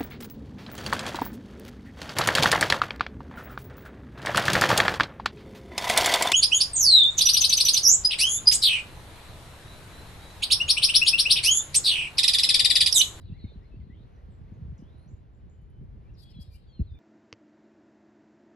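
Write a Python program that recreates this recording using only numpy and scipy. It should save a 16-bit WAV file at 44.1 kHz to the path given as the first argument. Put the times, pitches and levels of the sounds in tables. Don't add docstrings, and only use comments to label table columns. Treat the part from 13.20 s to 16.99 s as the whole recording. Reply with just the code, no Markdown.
import sys
import numpy as np
from scipy import signal
from scipy.fft import rfft, irfft
from scipy.io import wavfile
from scipy.ndimage import uniform_filter1d

SR = 44100
rng = np.random.default_rng(int(sys.argv[2]) if len(sys.argv) > 2 else 0)


def waveform_to_disk(signal):
    frames = np.transpose(np.atleast_2d(signal))
    scaled = np.clip(frames, -1, 1) * 32767
    samples = np.round(scaled).astype(np.int16)
    wavfile.write(sys.argv[1], SR, samples)


def gain_from_db(level_db):
    decades = np.asarray(level_db, float) / 20
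    return 10 ** decades


N = 167139
TREE_T60_S = 0.21


def over_hz(table, size):
    hz, value = np.array(table, float).T
    lines = np.arange(size // 2 + 1) * SR / size
    return np.interp(np.log(np.maximum(lines, 1)), np.log(hz), value)


def over_s(table):
    s, value = np.array(table, float).T
    return np.interp(np.arange(N) / SR, s, value)


def walk(rate_hz):
    k = max(int(SR / rate_hz), 1)
    drift = rng.standard_normal(N)
    for _ in range(2):
        drift = uniform_filter1d(drift, k, mode="wrap")
    return drift / drift.std()


def pair(colour, alike, flutter=1):
    mid, side = rfft(rng.standard_normal((2, N)) * flutter) * gain_from_db(over_hz(colour, N))
    alike = np.clip(alike, 0, 1)
    left_right = np.array([[1], [-1]])
    out = irfft(mid * np.sqrt(1 + alike) + side * np.sqrt(1 - alike) * left_right, N)
    return out / out.std()


def add(track, s, note):
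    i = int(s * SR)
    track[i:i + len(note)] += note[:len(track) - i]


def place(track, pan_db, echo_db, t60_s=TREE_T60_S, lag_s=0):
    t = np.arange(SR // 2) / SR
    build_up = np.minimum(t / 0.013, 1)
    tail = rng.standard_normal((2, len(t))) * gain_from_db(-60 * t / t60_s) * build_up
    tail *= gain_from_db(echo_db) / np.sqrt((tail ** 2).sum(axis=1, keepdims=True))
    hz = np.arange(N // 2 + 1) * SR / N
    late = irfft(rfft(track) * np.exp(-2j * np.pi * hz * lag_s), N)
    echoes = signal.fftconvolve(track[None], tail, axes=1)[:, :N]
    return (np.array([track, late]) + echoes) * gain_from_db(np.array([[pan_db], [-pan_db]]) / 2)


def whistles(table, bend, edge, wobble, patchy_db, rate_hz):
    track, drift, patch = np.zeros(N), walk(rate_hz), walk(rate_hz / 2)
    for s, length, first, last, db in table:
        u = np.arange(int(length * SR)) / (length * SR)
        near = slice(int(s * SR), int(s * SR) + len(u))
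        u = u[:len(drift[near])]
        hz = first + (last - first) * np.expm1(-bend * u) / np.expm1(-bend)
        phase = 2 * np.pi * np.cumsum(hz * (1 + wobble * drift[near])) / SR
        shape = np.clip(np.minimum(u, 1 - u) / edge, 0, 1) ** 2
        level = np.sqrt(2) * gain_from_db(db + patchy_db * patch[near])
        add(track, s, level * shape * np.sin(phase))
    return track


def eddies(table, cycles, sag):
    track = np.zeros(N)
    for s, db, hz in table:
        length_s = cycles / hz
        u = np.linspace(-1, 1, int(length_s * SR))
        swing = np.cos(np.pi * cycles * (u - sag * u ** 2))
        add(track, s - length_s / 2, -gain_from_db(db) * np.cos(np.pi * u / 2) ** 1.15 * swing)
    return track


# t/s, level/dB
WIND_LEVEL = [(0, -43.5), (.3, -49.5), (.6, -46), (1.0, -48.5), (1.5, -45.5), (1.8, -48), (2.1, -49.5),
              (2.4, -49), (2.65, -45.5), (3.0, -46.5), (3.45, -54.5), (3.79, -46)]
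# f/Hz, density/dB
WIND_COLOUR = [(18, -24), (40, -2), (68, 1.5), (130, -5.5), (250, -20), (400, -24.5), (1500, -120)]


def rumble():
    return pair(WIND_COLOUR, 0.6, gain_from_db(2 * walk(34))) * gain_from_db(over_s(WIND_LEVEL))


# centre t/s, peak level/dB, f/Hz
SWINGS = [(0.05, -34, 78), (0.116, -36.5, 76), (0.253, -29, 81.7), (0.29, -43.5, 72), (0.38, -33, 65.8),
          (0.555, -40, 79), (0.605, -37, 73), (1.152, -39.5, 81.6), (1.228, -35, 79), (1.327, -38.0, 84),
          (1.368, -42, 74), (1.433, -38, 77.5), (1.459, -37.3, 76), (1.506, -34.5, 72.4),
          (1.549, -39.5, 65.5), (1.94, -32.5, 87), (2.592, -37, 63), (2.698, -41.5, 66),
          (2.779, -38.5, 79.4), (2.807, -43.5, 73), (3.212, -35.5, 72), (3.29, -36, 80.4),
          (3.357, -41, 69.8), (3.616, -18, 74.3), (3.656, -37, 80), (3.725, -34, 80.7)]
# centre t/s, peak level/dB, f/Hz
FLAPS = [(0.104, -35.5, 162), (0.128, -30, 134), (0.247, -30.5, 196), (0.364, -38, 175),
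         (0.544, -42.3, 274), (0.574, -38, 127), (0.599, -41, 170), (0.673, -43, 172), (0.702, -39, 206),
         (1.223, -39.5, 125), (1.326, -37, 179), (1.405, -42, 140), (1.423, -36.6, 138),
         (1.456, -42.5, 162), (1.49, -37.5, 119.5), (1.531, -35, 123.5), (1.601, -39.5, 146),
         (1.628, -38.5, 226), (1.747, -46.5, 217), (1.871, -41.7, 138), (1.923, -42, 138),
         (2.62, -36, 145.7), (3.171, -39, 133), (3.195, -35.5, 166), (3.602, -21.5, 159.6),
         (3.624, -37, 120)]
# centre t/s, peak level/dB, f/Hz
MORE_FLAPS = [
    (.321, -47.5, 470),
    (.433, -51.5, 390),
    (0.806, -55.5, 400),
    (1.372, -53.5, 480),
    (3.607, -39.5, 322),
    (3.621, -39, 265),
    (.809, -44.5, 197),
    (1.09, -44, 185),
    (2.191, -49, 152),
]


def buffets():
    small = eddies(FLAPS, 3.01, 0.32) + eddies(MORE_FLAPS, 3.01, 0.32)
    return place(eddies(SWINGS, 2.34, 0.12) + small, 0, -19, .03)


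# t/s, length/s, lowest f/Hz, highest f/Hz, level/dB
BUZZES = [
    (0, 0.023, 3970, 4950, -78.5),
    (2.964, 0.052, 3460, 5180, -65),
    (3.004, 0.041, 3240, 4930, -64.5),
    (3.08, 0.047, 3480, 5220, -69),
    (3.191, 0.046, 3860, 5230, -63.5),
    (3.291, 0.083, 4010, 4940, -71),
]
BUZZ_AIR_DB = [1, -5, 1.5, -7.5, 2, 3.5]
BUZZ_OVERTONES_DB = [-8.5, -24]
# f/Hz, density/dB
BUZZ_BREATH = [(3000, -30), (4500, -9), (6300, -15), (8200, -3), (9200, -10), (10300, -7), (14100, -15),
               (14500, -35)]


def buzzes():
    tone, top = np.zeros(N), np.zeros(N)
    drift, waver, air = walk(270), walk(90), pair(BUZZ_BREATH, 1)[0]
    for (s, length, low, high, db), air_db in zip(BUZZES, BUZZ_AIR_DB):
        t = np.arange(int(length * SR)) / SR
        u = t / length
        near = slice(int(s * SR), int(s * SR) + len(t))
        arch = np.abs(np.sin(np.pi * 121 * t + .35 * waver[near]))
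        reach = np.minimum(.4 + u * 1.6, 1)
        hz = (low + (high - low) * reach * arch) * (1 + .018 * drift[near])
        phase = 2 * np.pi * np.cumsum(hz) / SR
        over = sum(gain_from_db(g) * np.sin((k + 2) * phase) for k, g in enumerate(BUZZ_OVERTONES_DB))
        breath = gain_from_db(air_db - 3.5 + drift[near]) * reach ** 2 * air[near]
        shape = gain_from_db(db) * np.clip(np.minimum(u / .62, (1 - u) / .12), 0, 1)
        add(tone, s, shape * (0.87 + arch) * np.sin(phase))
        add(top, s, shape * (over * (1.2 - arch) + breath * (1.8 - arch)))
    return place(tone, 12.8, -9, .35, lag_s=.00006) + place(top, 0, -9, .25)


# t/s, length/s, first f/Hz, last f/Hz, level/dB
PIPED = [
    (2.2, 0.079, 3050, 3080, -90.5),
    (2.32, 0.15, 3055, 3000, -89.5),
    (2.475, .15, 3040, 3050, -85.5),
    (3.025, 0.082, 3310, 3380, -66.5),
    (3.096, 0.063, 3290, 2360, -76),
    (3.133, 0.12, 3367, 3290, -64),
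    (3.485, 0.045, 3330, 3265, -72),
    (3.54, 0.077, 3300, 2300, -77),
    (3.468, 0.061, 4650, 4330, -77),
    (3.63, 0.037, 4240, 4320, -82),
]


def pipes():
    return place(whistles(PIPED, -1.2, .1, .002, 1.5, 80), 3, -12)


# t/s, length/s, first f/Hz, last f/Hz, level/dB
FALLS = [(.052, .045, 4150, 3800, -70), (.135, .04, 4090, 3960, -76), (.17, .18, 4450, 3590, -68),
         (.182, .035, 2260, 1970, -76), (.187, .185, 4600, 3980, -71), (.25, .11, 4430, 4330, -79),
         (.602, .03, 2400, 1990, -76), (3.11, .12, 4450, 3950, -75), (3.238, .068, 3760, 3780, -71.5),
         (3.245, .08, 4200, 4150, -79), (3.512, .115, 4350, 4130, -68.5), (3.662, .075, 4340, 3540, -70),
         (3.7, .045, 5060, 4800, -86), (3.715, .17, 3550, 3580, -72)]


def falls():
    return place(whistles(FALLS, 3, .15, .003, 2.5, 120), 2, -7)


# t/s, length/s, first f/Hz, last f/Hz, level/dB
LOW_SLURS = [(.04, 0.027, 4060, 4460, -75), (0, 0.039, 3870, 4050, -72.5), (.086, 0.037, 2710, 2590, -76.5),
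             (.117, 0.036, 2630, 2900, -73), (.125, 0.067, 1785, 2480, -72), (.238, 0.04, 2220, 2090, -70),
             (.275, 0.022, 2260, 2630, -74.5), (.405, 0.067, 1780, 2370, -75),
             (.452, 0.025, 3990, 4470, -76.5), (.512, 0.041, 2660, 2590, -76),
             (.543, 0.026, 2600, 2860, -74.5), (.615, 0.046, 3520, 4380, -84),
             (.688, 0.07, 1806, 2310, -72), (.76, .05, 2850, 3400, -80), (.968, 0.043, 1780, 2166, -77),
             (1.25, 0.05, 1780, 2310, -77.5), (1.545, 0.04, 1843, 2234, -77.5),
             (2.845, 0.037, 2410, 2330, -77.5), (2.885, 0.026, 2624, 2810, -75.5),
             (3.295, 0.087, 2410, 2350, -75.5), (3.34, 0.037, 2650, 3180, -73),
             (3.745, 0.04, 2530, 2220, -75.5)]


def low_slurs():
    return place(whistles(LOW_SLURS, -.5, .2, .008, 2.5, 200), 5, -4.5)


# t/s, length/s, first f/Hz, last f/Hz, level/dB
HIGH_CALLS = [(.428, 0.023, 5660, 4930, -84), (.93, 0.047, 6900, 5700, -90),
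              (1.085, 0.08, 8760, 7400, -88.5), (1.335, 0.018, 7170, 6320, -87),
              (1.576, 0.025, 9230, 4860, -76), (1.768, 0.029, 12000, 9150, -87),
              (1.795, 0.051, 9400, 10600, -92), (1.872, 0.057, 4870, 7380, -80),
              (1.9, 0.088, 7380, 7100, -89.5), (2.13, 0.053, 7340, 7280, -90),
              (2.29, 0.057, 6900, 7200, -85.5), (2.4, .07, 7200, 6860, -96),
              (2.936, 0.023, 8500, 4940, -78.5), (3.47, 0.053, 7360, 6660, -93)]


def high_calls():
    return place(whistles(HIGH_CALLS, 4, .12, .025, 4, 600), 1.3, -1)


# t/s, length/s, first f/Hz, last f/Hz, level/dB
RASPS = [
    (1.57, .34, 2300, 4350, -81),
    (.705, .16, 2100, 4100, -77),
]


def rasps():
    return place(whistles(RASPS, 2.2, .2, .03, 3, 900), -1.6, -1.7)


# t/s, level/dB
TICKS = [
    (.02, -63),
    (3.153, -62),
    (1.613, -70),
    (2.42, -67),
    (2.502, -63),
    (2.637, -68),
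    (3.75, -68),
]


def ticks():
    track, t = np.zeros(N), np.arange(SR // 100) / SR
    treble = signal.butter(2, [9500, 12500], "band", fs=SR)
    for s, db in TICKS:
        grain = rng.standard_normal(len(t)) * np.exp(-t / .0008)
        add(track, s, gain_from_db(db) * signal.lfilter(*treble, grain))
    return place(track, 0, -2.5, 0.046)


# t/s, level/dB
CHORUS_LEVEL = [(0, -77.5), (.55, -83), (1.0, -90), (2.7, -101), (3.1, -78.5), (3.79, -87)]


def chorus():
    when, pitch, slide, size = rng.random((1500, 4)).T
    low_hz, high_hz, note_s = 2447, 4410, .035
    first = high_hz - (high_hz - low_hz) * pitch ** 1.5
    last = first - 900 * (slide - .3)
    notes = zip(when * (N / SR - .1), note_s * (.5 + size), first, last, -8 * size)
    track = whistles(notes, 2.3, .4, .03, 2.5, 600) * gain_from_db(over_s(CHORUS_LEVEL) - 4)
    return place(track, 5.7, 2.4)


# f/Hz, density/dB
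HUSH_COLOUR = [(250, -18.5), (450, -9.5), (800, -17), (1700, -24.5), (3500, -34.5), (6500, -45),
               (13000, -53.5)]
# t/s, level/dB
HUSH_LEVEL = [(0, -66), (.4, -64), (1.5, -65), (2.3, -68), (3.79, -66.5)]
# f/Hz, likeness/0-1
HUSH_ALIKE = [(300, 1), (700, 0), (3000, 1), (6000, .2), (7800, .95)]


def hush():
    air = pair(HUSH_COLOUR, over_hz(HUSH_ALIKE, N), gain_from_db(1.5 * walk(5))) * gain_from_db(over_s(HUSH_LEVEL))
    return signal.sosfilt(signal.ellip(8, .2, 50, 13100, fs=SR, output="sos"), air)


def scene():
    near = rumble() + buffets() + buzzes() + ticks()
    trees = pipes() + falls() + low_slurs() + high_calls() + rasps()
    return near + trees + chorus() + hush()


# f/Hz, phase/rad
PORT_TURN = [(400, .67), (1100, 3), (2000, 6.5), (3800, 7.5), (5500, 6.5), (7800, 3.5), (9100, 2.8),
             (11000, 0)]


def housing(dry):
    turn = over_hz([(5.2, 0.0057)] + PORT_TURN, N)
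    return np.array([dry[0], irfft(rfft(dry[1]) * np.exp(-1j * turn), N)])


def top_cut(x):
    return signal.sosfilt(signal.butter(12, 14980, fs=SR, output="sos"), x)


def record(dry):
    mix = housing(dry)
    return top_cut(mix)


dry = scene()
out = record(dry)
waveform_to_disk(out)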